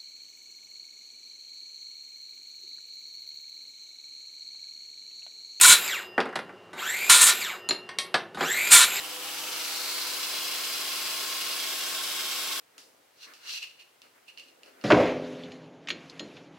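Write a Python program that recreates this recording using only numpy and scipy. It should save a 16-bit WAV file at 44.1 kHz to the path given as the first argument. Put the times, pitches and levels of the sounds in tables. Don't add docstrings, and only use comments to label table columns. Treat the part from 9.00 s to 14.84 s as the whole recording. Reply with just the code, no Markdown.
import sys
import numpy as np
from scipy import signal
from scipy.fft import rfft, irfft, next_fast_len
from scipy.io import wavfile
from scipy.ndimage import map_coordinates

SR = 44100
rng = np.random.default_rng(int(sys.argv[2]) if len(sys.argv) > 2 else 0)


def master_out(mix):
    frames = np.transpose(np.atleast_2d(mix))
    ceiling = np.clip(frames, -1, 1)
    pcm = np.round(ceiling * 32767).astype(np.int16)
    wavfile.write(sys.argv[1], SR, pcm)


N = 257535

FREE_HZ, GAPS = 179.4, 6
RIPPLE_HZ, TOP_HZ = 100.3, 15850
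# pitch in Hz, width in Hz, level in dB.
CAP_MODES = [(2646, 100, 6.5), (2814, 92, 11), (3450, 150, -9), (4200, 310, -5.5), (5200, 110, -27)]


def amp(db):
    return 10 ** (np.asarray(db) / 20)


def unit(x):
    return x / np.sqrt(np.mean(x ** 2) + 1e-20)


def along(points, hz):
    f, v = np.transpose(points)
    return np.interp(np.log(hz + 1), np.log(f + 1), v)


def curve(points):
    return np.interp(np.arange(N) / SR, *np.transpose(points))


def wobble(rate):
    knots = rng.standard_normal(int(N * rate / SR) + 4)
    return map_coordinates(knots, [np.arange(N) * rate / SR])


def filtered(x, response):
    n = x.shape[-1]
    m = next_fast_len(n + 8192)
    return irfft(rfft(x, m) * response(np.fft.rfftfreq(m, 1 / SR)), m)[..., :n]


def coloured(x, spectrum):
    return unit(filtered(x, lambda hz: amp(along(spectrum, hz))))


def resonance(modes, hz):
    return sum(amp(db) * 1j * hz * width / (centre ** 2 - hz ** 2 + 1j * hz * width)
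               for centre, width, db in modes)


def noise():
    return rng.standard_normal((2, N))


def turned(speed):
    return 2 * np.pi * np.cumsum(speed) / SR


def tone(angle):
    return np.sqrt(2) * np.cos(angle + rng.uniform(0, 2 * np.pi))


def spread(pair, width, pan, left_lag_s=1e-5):
    mid, side = pair[0], filtered(pair[1], lambda hz: amp(along(width, hz)))
    sign = np.array([[1], [-1]])
    return filtered(mid + sign * side,
                    lambda hz: amp(sign * along(pan, hz) / 2) * np.exp(-1j * np.pi * sign * hz * left_lag_s))


def shaft_speed(dragged_hz=124, release_s=0.185):
    # share of the climb, time constant in seconds.
    spin_up = [(.64, .3), (.36, .7)]
    since = np.maximum(np.arange(N) / SR - release_s, 0)
    return FREE_HZ - (FREE_HZ - dragged_hz) * sum(share * np.exp(-since / lag) for share, lag in spin_up)


def brush_rattle(force, chatter, octaves):
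    # frequency in Hz, level in dB.
    body = [(50, -46), (110, -30), (160, -25.5), (215, -22), (270, -9.5), (330, -15), (420, -4), (560, -10),
            (630, 3), (720, -5), (930, -3.5), (1130, 0), (1550, -0.5), (1900, -1.5)]
    casing = [(2030, -2), (2150, 1.5), (2550, 0.5), (3100, 0.5), (4500, 2), (5400, 1), (5850, -3),
              (6250, -1.5), (6700, -5.5)]
    hiss = [(6900, 0), (7600, 2.5), (8600, 0), (9700, -1), (10150, 1.5), (10900, -1), (11400, -0.5),
            (11950, -1), (12600, -0.5), (14000, 0), (14600, -4), (15800, -3)]
    crossovers = [2030, 6700]
    # level at free speed in dB, growth in dB per doubling of speed.
    band_levels = [(-45, 6.5), (-36.5, 12), (-39.5, 8.5)]
    # delay in seconds, gain.
    echoes = [(.0023, .15), (.0053, .2), (.0079, .2), (.0122, .17)]
    buzz = filtered(noise() * force,
                    lambda hz: 1 + sum(gain * np.exp(-2j * np.pi * hz * s) for s, gain in echoes))
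    edges, out = [0, *crossovers, TOP_HZ], 0
    for lo, hi, colour, (db, growth_db) in zip(edges, edges[1:], [body, casing, hiss], band_levels):
        band = unit(filtered(buzz, lambda hz: amp(along(colour, hz)) * (hz > lo) * (hz <= hi)))
        out += band * amp(db + growth_db * octaves) * (chatter if colour is casing else 1)
    return out


def housing_ring(knocks, regrip_s=0.093, trim_db=-1):
    # start and end in seconds, then modes as pitch in Hz, width in Hz, relative dB.
    grips = [ (-.3, 0.77, [(1437, 65, -60), (2920, 420, -43)]), (0.298, .8, [(5760, 320, -46)]),
             (0.737, 1.064, [(4280, 600, -34)]), (1.105, 2.692, [(1400, 43, -65), (2700, 70, -55),
             (2880, 41, -46), (3300, 130, -45), (4110, 85, -45), (4820, 260, -43.5)]),
             (2.615, 4, [(1570, 35, -52.5), (2820, 25, -49.5), (3190, 55, -46.5), (3350, 28, -44.5),
             (3530, 38, -48.5), (3730, 71, -47), (5340, 560, -45), (7300, 370, -49.5)]), ]
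    t, out = np.arange(N) / SR, 0
    for start, end, modes in grips:
        rings = sum(amp(db + trim_db) * unit(signal.lfilter(*signal.iirpeak(hz, hz / width, SR), knocks))
                    for hz, width, db in modes)
        held = (np.tanh((t - start) / (2 * regrip_s)) - np.tanh((t - end) / (2 * regrip_s))) / 2
        out += rings * held
    return out


def shaft_tones(shaft, mains, sideband_db=-63):
    # multiple of the shaft speed, level in dB before filtering.
    harmonics = [(2, -63.5), (3, -70), (4, -69), (5, -65), (7, -69), (8, -57), (9, -59)]
    # pitch in Hz, width in Hz, level in dB.
    bending_mode = [(503, 33, 3.5)]
    # time in seconds, relative level in dB.
    thrum_contour = [(0.0, -69), (0.16, -76), (0.432, -67), (0.472, -77), (0.508, -71), (0.682, -86),
                     (1.45, -71)]
    torque = 1 + 0.78 * tone(mains) + 0.29 * tone(2 * mains)
    throb = torque * sum(amp(db) * tone(k * shaft + 0.23 * wobble(7.57)) for k, db in harmonics)
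    throb = filtered(throb, lambda hz: np.clip(hz / 380, 0, 1) ** 4)
    throb = filtered(throb, lambda hz: 1 + resonance(bending_mode, hz))
    thrum = amp(curve(thrum_contour) - 1 + 1.3 * wobble(12)) * tone(shaft)
    return throb + thrum + amp(sideband_db) * tone(shaft + 2 * mains)


def mains_hum(mains, waver_db=2):
    # multiple of the ripple, base level in dB.
    harmonics = [(2, -69.5), (3, -60), (4, -80), (5, -61), (7, -69), (8, -63.5)]
    # time in seconds, lift of the upper harmonics in dB.
    edge = [(0, 4.5), (1.2, 1), (1.6, -1.5)]
    edge_db = curve(edge)
    return sum(amp(db + (k > 3) * (edge_db + waver_db * wobble(6.52))) * tone(k * mains)
               for k, db in harmonics)


def commutator_whine(gaps, whirl, octaves, base_db=-58, growth_db=8):
    # pitch in Hz, width in Hz, level in dB.
    casing_mode = [(1099, 35, 3.5)]
    upper = tone(gaps + whirl + 0.21 * wobble(12))
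    lower = amp(1) * tone(gaps - whirl + 0.49 * wobble(14))
    overtone = amp(-7) * tone(2 * (gaps - whirl) + 1.1 * wobble(24.57))
    whine = filtered(upper + lower + overtone, lambda hz: 1 + resonance(casing_mode, hz))
    return amp(base_db + growth_db * octaves + 2.2 * wobble(23.99)) * whine


def rotary_tool(stop_s=3.5995, cut_s=0.001, whirl_per_turn=0.078):
    # frequency in Hz, then side over mid or left over right in dB.
    width = [(100, -6), (300, -10), (700, -9.5), (1300, -6.5), (2400, -5.5), (4400, -3.5), (8000, -3.5),
             (15000, -7.5)]
    pan = [(60, -5), (110, 4), (200, 2), (380, 1.5), (700, 1.5), (1290, 1), (2380, -1.5), (4400, 0.5),
           (8120, 1.5), (15000, 3.5)]
    speed = shaft_speed()
    octaves = np.log2(speed / FREE_HZ)
    shaft = turned(speed * (1 + 0.001 * wobble(10.2)))
    whirl = turned(speed * whirl_per_turn * (1 + 0.14 * wobble(14)))
    gaps = GAPS * shaft
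    mains = turned(np.full(N, RIPPLE_HZ))
    force = (1 + 0.25 * np.cos(gaps)) * amp(0.74 * wobble(900) + 0.4 * np.cos(2 * whirl))
    chatter = amp(0.65 * wobble(70))
    rattle = brush_rattle(force, chatter, octaves) + housing_ring(noise() * force * chatter)
    tones = shaft_tones(shaft, mains) + mains_hum(mains) + commutator_whine(gaps, whirl, octaves)
    running = np.clip((stop_s - np.arange(N) / SR) / cut_s + 0.5, 0, 1)
    return (spread(rattle, width, pan) + tones) * running


def stroke(full_s, rise_s, hold_s, rise_db=21, let_go_t60=0.14, linger_db=-5, linger_t60=0.38):
    t = np.arange(N) / SR - full_s
    after = np.maximum(t - hold_s, 0)
    release = np.maximum(amp(-60 * after / let_go_t60), amp(linger_db - 60 * after / linger_t60))
    return amp(rise_db * np.minimum(t, 0) / rise_s) * release


def strokes(rows):
    return np.sqrt(sum(np.outer(amp(levels_db), stroke(full_s, rise_s, hold_s)) ** 2
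                       for full_s, rise_s, hold_s, *levels_db in rows))


def hand_brushes(rough_db=2):
    # time of full level, rise and hold in seconds, then rub and swish levels in dB.
    moves = [(3.775, .07, .015, -66, -64), (3.85, 0.11, 0.16, -71.5, -85), (4.285, 0.12, 0.044, -66, -56),
             (4.472, 0.12, 0.015, -69, -54.5), (5.035, .03, .03, -68, -66), (5.165, .05, .02, -70.5, -64.5),
             (5.42, 0.29, 0.22, -69.5, -80), (5.665, 0.072, 0.032, -59.5, -63.5),
             (5.79, 0.25, .05, -63, -62.5)]
    # frequency in Hz, level in dB.
    rub_colour = [(90, -34), (170, -24), (250, -1), (470, 0), (700, -4.5), (1200, -25), (2400, -45)]
    swish_colour = [(150, -55), (500, -24), (850, -2.5), (1400, 8.5), (2200, 4.5), (4000, -13)]
    rub_gain, swish_gain = strokes(moves)
    rub = coloured(noise() * amp(rough_db * wobble(130)), rub_colour)
    return rub_gain * rub + swish_gain * coloured(noise(), swish_colour)


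def room_tail():
    # frequency in Hz, seconds to fall 60 dB.
    decay = [(300, 0.24), (4000, 0.35), (14000, 0.64)]
    hz, t, spectra = signal.stft(rng.standard_normal((2, SR // 2)), SR, nperseg=256)
    return signal.istft(spectra * amp(-60 * t / along(decay, hz)[:, None]), SR, nperseg=256)[1]


def nail_ticks(crack_t60=0.0038, ring_gain=3, side_gain=0.96, low_cut_hz=250):
    # start in seconds, then relative levels of peak, cap ring and room in dB.
    ticks = [(3.7807, -34, -18, 5), (4.337, -38.5, -8, 6), (4.51, -39, -4, -7), (4.537, -30, -3, -5),
             (4.578, -36, 1, -12), (4.629, -27, 9, -6), (4.633, -42, 3, -2), (5.0184, -39.5, 3, 1.5),
             (5.375, -35, 17, -2), (5.3835, -38, 10, 1), (5.3976, -37, 1, 4), (5.6332, -38, 1, -2),
             (5.6613, -46, -1, 7), (5.813, -44, 1, 5)]
    # frequency in Hz, level in dB.
    colour = [(120, -55), (500, -12), (1400, -7), (2700, -4), (5000, 1.5), (7000, -6.5), (12000, -14),
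              (15800, -19)]

    def ring_cap(x, ring_db):
        return filtered(coloured(x, colour),
                        lambda hz: 1 + ring_gain * amp(ring_db) * resonance(CAP_MODES, hz))

    out, t = np.zeros((2, N + SR)), np.arange(SR // 20) / SR
    for start, peak_db, ring_db, room_db in ticks:
        crack = rng.standard_normal((2, len(t))) * amp(-60 * t / crack_t60)
        hit = ring_cap(crack, ring_db)
        hit *= amp(peak_db) / np.abs(hit[0]).max()
        sound = ring_cap(room_tail(), ring_db)
        sound *= amp(room_db) * np.linalg.norm(hit[0]) / np.linalg.norm(sound[0])
        sound[:, :len(t)] += hit * [[1], [side_gain]]
        out[:, round(start * SR):][:, :sound.shape[1]] += sound
    return signal.sosfilt(signal.butter(2, low_cut_hz, "high", fs=SR, output="sos"), out[:, :N])


def finger_slides(slip_db=1, grit_db=0.5):
    # time of full level, rise and hold in seconds, then ring and scrape levels in dB.
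    slides = [(4.23, 0.066, 0.017, -55, -50), (4.495, 0.075, 0.069, -43, -40.5),
              (4.577, .015, 0.0032, -41, -42), (4.63, 0.019, 0.0083, -40.5, -52),
              (4.8, 0.04, 0.023, -54, -64), (5.284, 0.018, 0.012, -50.5, -70),
              (5.381, .009, 0.011, -50, -64), (5.481, .02, .008, -61, -67)]
    # frequency in Hz, level in dB.
    colour = [(200, -65), (500, -38), (850, -30), (1350, -13), (1900, -13), (2700, 2), (3600, -1.5),
              (4300, 5), (5200, -4), (5750, 0.5), (6800, -9.5), (10000, -18), (13000, -18), (15800, -27)]
    slips = noise() * amp(slip_db * wobble(260) + grit_db * wobble(1600))
    ring = unit(filtered(slips, lambda hz: resonance(CAP_MODES, hz)))
    scrape = coloured(slips, colour)
    scrape = unit(filtered(scrape, lambda hz: 1 - 0.74 * resonance([(2750, 710, 0)], hz)))
    ring_gain, scrape_gain = strokes(slides)
    return ring_gain * ring + scrape_gain * scrape


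def room_air(level_db=-65):
    # frequency in Hz, relative level in dB.
    colour = [(15, -55), (35, -36), (70, -22.5), (125, -15.5), (200, -15.5), (450, -7.5), (900, -11),
              (2600, -13.5), (6000, -19.5), (15800, -23.5)]
    return amp(level_db) * coloured(noise(), colour)


def scene():
    # frequency in Hz, then side over mid or left over right in dB.
    width = [(60, -18), (110, -15), (200, -9), (380, -5.5), (700, 1), (1290, -1), (2380, -4), (4400, -2.5),
             (8120, -1.5), (15000, -4)]
    pan = [(60, 1), (110, 0), (200, 0), (380, 0.5), (700, 2), (1290, 0.5), (2380, 0), (4400, -1),
           (8120, 0.5), (15000, 2.0)]
    quiet = finger_slides() + hand_brushes() + nail_ticks() + room_air()
    return rotary_tool() + spread(quiet, width, pan)


def record(dry):
    return filtered(dry, lambda hz: hz < TOP_HZ)


dry = scene()
out = record(dry)
master_out(out)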